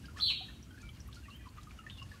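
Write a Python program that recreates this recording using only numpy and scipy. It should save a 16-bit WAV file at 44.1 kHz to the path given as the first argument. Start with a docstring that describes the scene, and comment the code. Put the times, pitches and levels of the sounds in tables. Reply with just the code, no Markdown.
"""Chirp at a garden pond.

A small bird gives one loud, rough chirp; its two voices beat and ring between house walls.
Drips ring bubbles in the pond. A raccoon shuffles and ticks over stone and leaves.
Other birds whistle far off, over the low rumble of a town."""
import sys
import numpy as np
from scipy import signal
from scipy.fft import rfft, irfft, next_fast_len
from scipy.io import wavfile
from scipy.ndimage import uniform_filter1d, map_coordinates

SR = 44100
rng = np.random.default_rng(int(sys.argv[2]) if len(sys.argv) > 2 else 0)


def transcribe(signal):
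    """Save signal, clipped to [-1, 1], as a 16-bit WAV file at the path in sys.argv[1]."""
    frames = np.atleast_2d(signal).T
    limited = np.clip(frames, -1, 1)
    pcm = np.round(limited * 32767).astype(np.int16)
    wavfile.write(sys.argv[1], SR, pcm)


N = 97020

# Spectra of town, air, leaves and splashes. Each row: frequency in Hz, relative level in dB.
RUMBLE_SPECTRUM = [(28, -49), (39, -14), (50, -3), (95, -0.5), (160, -11.5), (225, -10.5), (330, -17.5),
                   (480, -31), (900, -52)]
AIR_SPECTRUM = [(250, -11.5), (450, 1), (900, -1), (1500, -1.5), (2000, -4.5), (2900, -2), (4000, -14),
                (6500, -9), (9000, -12), (13500, -16), (15700, -28)]
LEAF_SPECTRUM = [(800, -2), (2000, -4.5), (4500, 3), (7000, -9), (10000, -11.5), (15500, -29)]
SPLASH_SPECTRUM = [(600, -34), (1250, 6), (1800, -4), (2600, -1.5), (4800, -14), (6500, -12), (14000, -46)]
# Yard decay. 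Each row: frequency in Hz, T60 in seconds.
YARD_DECAY = [(500, 0.39), (1500, 0.1), (2400, 0.45), (3200, 0.53), (4500, 0.44), (10000, 0.39)]
# House wall echoes. Each row: delay in seconds, gain in dB.
WALL_ECHOES = [(.017, -18), (.046, -22.5)]
# Far birds. Each row: start and length in seconds, start and end pitch in Hz, level in dB.
FAR_WHISTLES = [(0.819, 0.089, 2353, 2260, -61), (1.233, 0.035, 2930, 2300, -58),
                (1.305, 0.068, 2650, 3242, -57), (1.363, .125, 3170, 3130, -70.5),
                (1.39, 0.07, 2506, 2330, -65), (1.782, 0.019, 2970, 2790, -53),
                (1.901, 0.083, 3707, 3400, -62), (1.979, 0.059, 2860, 2810, -51.5)]
# Claws, twigs, leaves, plus the short rasp at 0.193 s that opens the chirp. Each row: start in seconds, level
# in dB, pitch in Hz, width in octaves.
DRY_TICKS = [(.055, -46, 2940, 0.1), (0.057, -45, 4870, .12), (.193, -47, 5300, 0.071),
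             (0.628, -45.5, 5740, 0.076), (0.816, -48, 6500, 0.28), (.891, -42.5, 3100, 0.13),
             (1.003, -42, 5620, .09), (1.07, -43, 11800, 0.32), (1.128, -42.5, 3820, 0.25),
             (1.145, -44, 5900, .37), (1.158, -45, 4430, 0.068), (1.303, -47.5, 4100, .11),
             (1.354, -44, 13200, 0.29), (1.488, -51.5, 4300, .13), (1.494, -54, 11500, 0.7),
             (1.573, -49, 1430, 0.23), (1.613, -53, 3860, 0.11), (1.631, -46, 4180, 0.77),
             (1.709, -46.5, 2410, 0.047), (1.899, -37, 3080, 0.22), (1.906, -38, 3400, 0.15),
             (2.027, -44.5, 5260, 0.4)]
# Paws in leaves and in water. Each row: centre and half-length in seconds, level in dB.
LEAF_SHUFFLES = [(0.046, 0.084, -70.5), (.205, 0.054, -55.5), (0.319, 0.047, -60), (0.893, 0.16, -73.5),
                 (1.172, 0.086, -64), (2.048, .12, -75)]
PAW_SPLASHES = [(.175, .018, -61.5), (0.19, 0.011, -51), (1.575, 0.016, -62), (1.716, .012, -59.5),
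                (1.78, 0.018, -64)]
# Drips. Each row: start in seconds, level in dB, bubble pitch in Hz, T60 in seconds.
POND_DRIPS = [(.04, -51, 1596, 0.046), (.083, -47.5, 1388, 0.03), (.16, -49.5, 1128, 0.051),
              (.17, -44.5, 1764, 0.044), (.19, -46.5, 1266, 0.059), (.301, -51, 1137, 0.048),
              (.407, -46.5, 778, 0.077), (.484, -50, 1795, 0.046), (.706, -53.5, 1470, .05),
              (.741, -52, 1498, 0.066), (.775, -51, 1686, 0.066), (.826, -54.5, 1410, 0.086),
              (1.087, -50, 1149, 0.036), (1.166, -52, 1405, 0.05), (1.254, -53, 1865, .045),
              (1.282, -46.5, 1152, 0.064), (1.456, -48.5, 1160, 0.053), (1.468, -46.5, 1000, 0.058),
              (1.579, -43, 1187, 0.076), (1.67, -47.5, 1260, 0.037), (1.789, -44, 1310, 0.052),
              (1.839, -53.5, 1210, 0.041), (1.865, -39.5, 1768, 0.031), (2.017, -47, 1098, 0.047),
              (2.115, -45.5, 1725, 0.036), (2.139, -53, 1135, 0.08)]
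# The chirp's two voices. Each row: time in seconds, pitch in Hz, level in dB.
LOWER_VOICE = [(.199, 3195, -39), (.208, 3860, -44.5), (.218, 4100, -34.5), (.235, 4100, -33),
               (.242, 3486, -40), (.26, 3600, -37), (.272, 3204, -38.5), (.284, 3252, -36),
               (.298, 3156, -31), (.305, 2704, -38.5), (.316, 2527, -41), (.330, 2483, -51)]
UPPER_VOICE = [(.208, 4245, -38), (.220, 4500, -32.5), (.24, 4426, -33.5), (.26, 4400, -30.5),
               (.276, 4200, -30.5), (.289, 3850, -37), (.301, 3880, -28.5), (.309, 3920, -41)]


def amp(db):
    """Decibels to gain."""
    return 10 ** (np.asarray(db) / 20)


def unit(x):
    """Scale to rms 1."""
    return x / np.sqrt(np.mean(x ** 2) + 1e-20)


def along(points, hz):
    """Interpolate (Hz, value) points on a log axis."""
    point_hz, values = np.transpose(points)
    return np.interp(np.log(hz + 1), np.log(point_hz + 1), values)


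def wobble(rate_hz):
    """Smooth random curve, rms near 1."""
    knots = rng.standard_normal(int(N * rate_hz / SR) + 4)
    return map_coordinates(knots, [np.arange(N) * rate_hz / SR])


def filtered(x, response):
    """Apply a frequency response."""
    size = next_fast_len(N + SR // 2)
    return irfft(rfft(x, size) * response(np.fft.rfftfreq(size, 1 / SR)), size)[:N]


def noise(spectrum):
    """Coloured noise, rms 1."""
    return unit(filtered(rng.standard_normal(N), lambda hz: amp(along(spectrum, hz))))


def since(start_s):
    """Seconds since the start, zero before it."""
    return np.maximum(np.arange(N) / SR - start_s, 0)


def gate(start_s, end_s, fade_s):
    """Soft-edged window."""
    edge_s = np.minimum(since(start_s), end_s - start_s - since(start_s))
    return np.sin(np.pi / 2 * np.clip(edge_s / fade_s, 0, 1)) ** 2


def swells(rows):
    """Envelope of one smooth bump per row."""
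    return sum(amp(db) * gate(mid_s - half_s, mid_s + half_s, half_s) for mid_s, half_s, db in rows)


def phase_of(hz):
    """Phase of a moving pitch."""
    return 2 * np.pi * np.cumsum(hz) / SR


def scatter(x, echo_db, spread_s=.022):
    """Add early echoes off near stones and leaves."""
    delay, strength = rng.uniform(.05, 1, 14), rng.standard_normal(14)
    taps = np.bincount((delay * spread_s * SR).astype(int), strength * np.exp(-delay))
    return x + amp(echo_db) * signal.fftconvolve(x, taps / np.linalg.norm(taps))[:N]


def walls(x):
    """Add distinct echoes off the house walls."""
    echoes = lambda hz: sum(amp(db) * np.exp(-2j * np.pi * hz * s) for s, db in WALL_ECHOES)
    return x + filtered(x, echoes)


def yard(x, wet_db):
    """Add the diffuse tail among walls and plants."""
    hz, t, bins = signal.stft(rng.standard_normal(SR * 3 // 4), SR, nperseg=256)
    decay = amp(-60 * t / along(YARD_DECAY, hz)[:, None])
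    tail = signal.istft(bins * decay * (1 - np.exp(-t / .0016)), SR)[1]
    return x + amp(wet_db) * signal.fftconvolve(x, tail / np.linalg.norm(tail))[:N]


def town(rumble_db=-52, fade_db_per_s=2.5, hum_hz=63.6, hum_db=-61.5):
    """Rumble and faint mains hum. The bass swells unevenly; the upper part recedes."""
    rumble = noise(RUMBLE_SPECTRUM) * amp(rumble_db)
    bass = filtered(rumble, lambda hz: 1 / (1 + (hz / 130) ** 4))
    upper = (rumble - bass) * amp(fade_db_per_s * (1 - since(0)))
    hum = np.sqrt(2) * amp(hum_db) * np.sin(phase_of(hum_hz + wobble(3.96)))
    return upper + bass * amp(2.6 * wobble(13.3)) + hum


def air(level_db=-65.5, patch_db=1.3):
    """Hiss of air. Stirring leaves vary its gain in patches of time and pitch."""
    flutter = amp(.6 * wobble(12))
    bins = signal.stft(noise(AIR_SPECTRUM), nperseg=256)[2]
    patches = uniform_filter1d(rng.standard_normal(bins.shape), size=12, axis=0)
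    patches = unit(uniform_filter1d(patches, size=16, axis=1))
    hiss = signal.istft(bins * amp(patch_db * patches), nperseg=256)[1][:N]
    return unit(hiss) * amp(level_db) * flutter


def far_birds():
    """Short wavering whistles, blurred by the yard."""
    out = np.zeros(N)
    for start_s, length_s, start_hz, end_hz, db in FAR_WHISTLES:
        hz = np.interp(since(start_s), [0, length_s], [start_hz, end_hz]) * (1 + .017 * wobble(300))
        envelope = amp(db + 2 * wobble(90)) * gate(start_s, start_s + length_s, .0085)
        out += envelope * np.sin(phase_of(hz))
    return yard(scatter(out, echo_db=-3), wet_db=-14)


def tick(t, hz, width_oct, crack_t60_s=.01, tail_t60_s=.06):
    """Claw, twig, leaf or brief rasp: a damped click and a noisy crack with a short tail."""
    click = np.sin(2 * np.pi * hz * t) * np.exp(-np.pi * width_oct * hz * t) / (1 + (hz / 6000) ** 2)
    band = lambda f: 1 / (1 + (np.log2((f + 1) / hz) / width_oct) ** 2 / 2) ** 2
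    crack = unit(filtered(rng.standard_normal(N), band))
    rise_s = .0005 * (1 + (hz / 7500) ** 2) ** 2  # the highest ticks are soft leaf brushes
    attack = 1 - np.exp(-(t / rise_s) ** 2)
    decay = amp(-60 * t / crack_t60_s) + .45 * amp(-60 * t / tail_t60_s)
    return click + .53 * crack * attack * decay


def raccoon(floor_db=-72):
    """Dry ticks and soft, crackling shuffles in the leaves; the ticks also carry the brief rasp that opens the
    chirp."""
    ticks = sum(amp(db) * tick(since(start_s), hz, width) for start_s, db, hz, width in DRY_TICKS)
    leaves = noise(LEAF_SPECTRUM)
    crackle_db = 6.3 * np.tanh(wobble(350) / 2)
    stir_db = 3.5 * wobble(29.65)
    effort = swells(LEAF_SHUFFLES) + amp(floor_db)
    return yard(ticks + effort * unit(leaves * amp(crackle_db + stir_db)), wet_db=-11)


def trickle(count=45, mid_db=-61.5, mid_hz=1762, t60_s=.046):
    """Drip rows for tiny random bubbles."""
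    return [(when * N / SR, mid_db + 7 * (level - .5), mid_hz * 2 ** (1.675 * (pitch - .5)), t60_s)
            for when, level, pitch in rng.random((count, 3))]


def pond(bend=.045, settle_s=.002, splash_db=-18):
    """Each drop splashes and rings a bubble that settles on its pitch. Paws stir the water."""
    out = np.zeros(N)
    splash = unit(noise(SPLASH_SPECTRUM) * amp(1.6 * wobble(300)))
    drops = list(POND_DRIPS) + trickle()
    waver = .02 * wobble(250)
    for start_s, db, hz, t60_s in drops:
        first = int(start_s * SR)
        age_s = np.arange(min(SR // 8, N - first)) / SR
        span = slice(first, first + len(age_s))
        bubble = np.sin(phase_of(hz * (1 + bend * np.exp(-age_s / settle_s) + waver[span])))
        attack = 1 - np.exp(-age_s / (.073 * t60_s))
        envelope = 2 * attack * amp(db - 60 * age_s / t60_s)
        out[span] += envelope * (bubble + amp(splash_db) * splash[span])
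    out += splash * swells(PAW_SPLASHES)
    return yard(walls(scatter(out, echo_db=-5.5)), wet_db=-10.5)


def rasp(phase, width_hz):
    """Noise band that follows a tone."""
    return wobble(width_hz) * np.sin(phase) + wobble(width_hz) * np.cos(phase)


def voice(rows, trill_hz=90, trill_peak_s=.3215, trill_grow_s=.053, buzz_hz=290, throat_hz=4504):
    """One side of the syrinx: a raspy whistle with a deepening trill and weak, noisy overtones."""
    times_s, hz, db = np.transpose(rows)
    t = since(0)
    trill_depth = .058 * np.exp(np.minimum(t - trill_peak_s, 0) / trill_grow_s)
    trill = trill_depth * np.cos(2 * np.pi * trill_hz * (t - trill_peak_s))
    buzz = .045 * np.sin(phase_of(buzz_hz * (1 + .15 * wobble(100))))
    jitter = .011 * wobble(400)
    phase = phase_of(np.interp(t, times_s, hz) * (1 + buzz + trill + jitter))
    shimmer_db = 2 * wobble(303)
    envelope = amp(np.interp(t, times_s, db) + shimmer_db) * gate(times_s[0], times_s[-1], .0021)
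    overtones = amp(-33.5) * rasp(2 * phase, 520) + amp(-36.5) * rasp(3 * phase, 1700)
    fundamental = np.sin(phase) + .36 * rasp(phase, 520)
    throat_lowpass = lambda f: 1 / (1 + (f / throat_hz) ** 70)
    return filtered(envelope * fundamental, throat_lowpass) + envelope * overtones


def chirp():
    """Two voices beat; the walls throw them back."""
    call = voice(LOWER_VOICE) + voice(UPPER_VOICE)
    return yard(walls(scatter(call, echo_db=-5.5)), wet_db=-3.5)


def scene():
    """Mono mix."""
    return (chirp() + far_birds() + pond() + raccoon() + town() + air())[None]


def record(dry, top_hz=15750):
    """Brick-wall low-pass."""
    return filtered(dry[0], lambda hz: hz < top_hz)[None]


dry = scene()
out = record(dry)
transcribe(out)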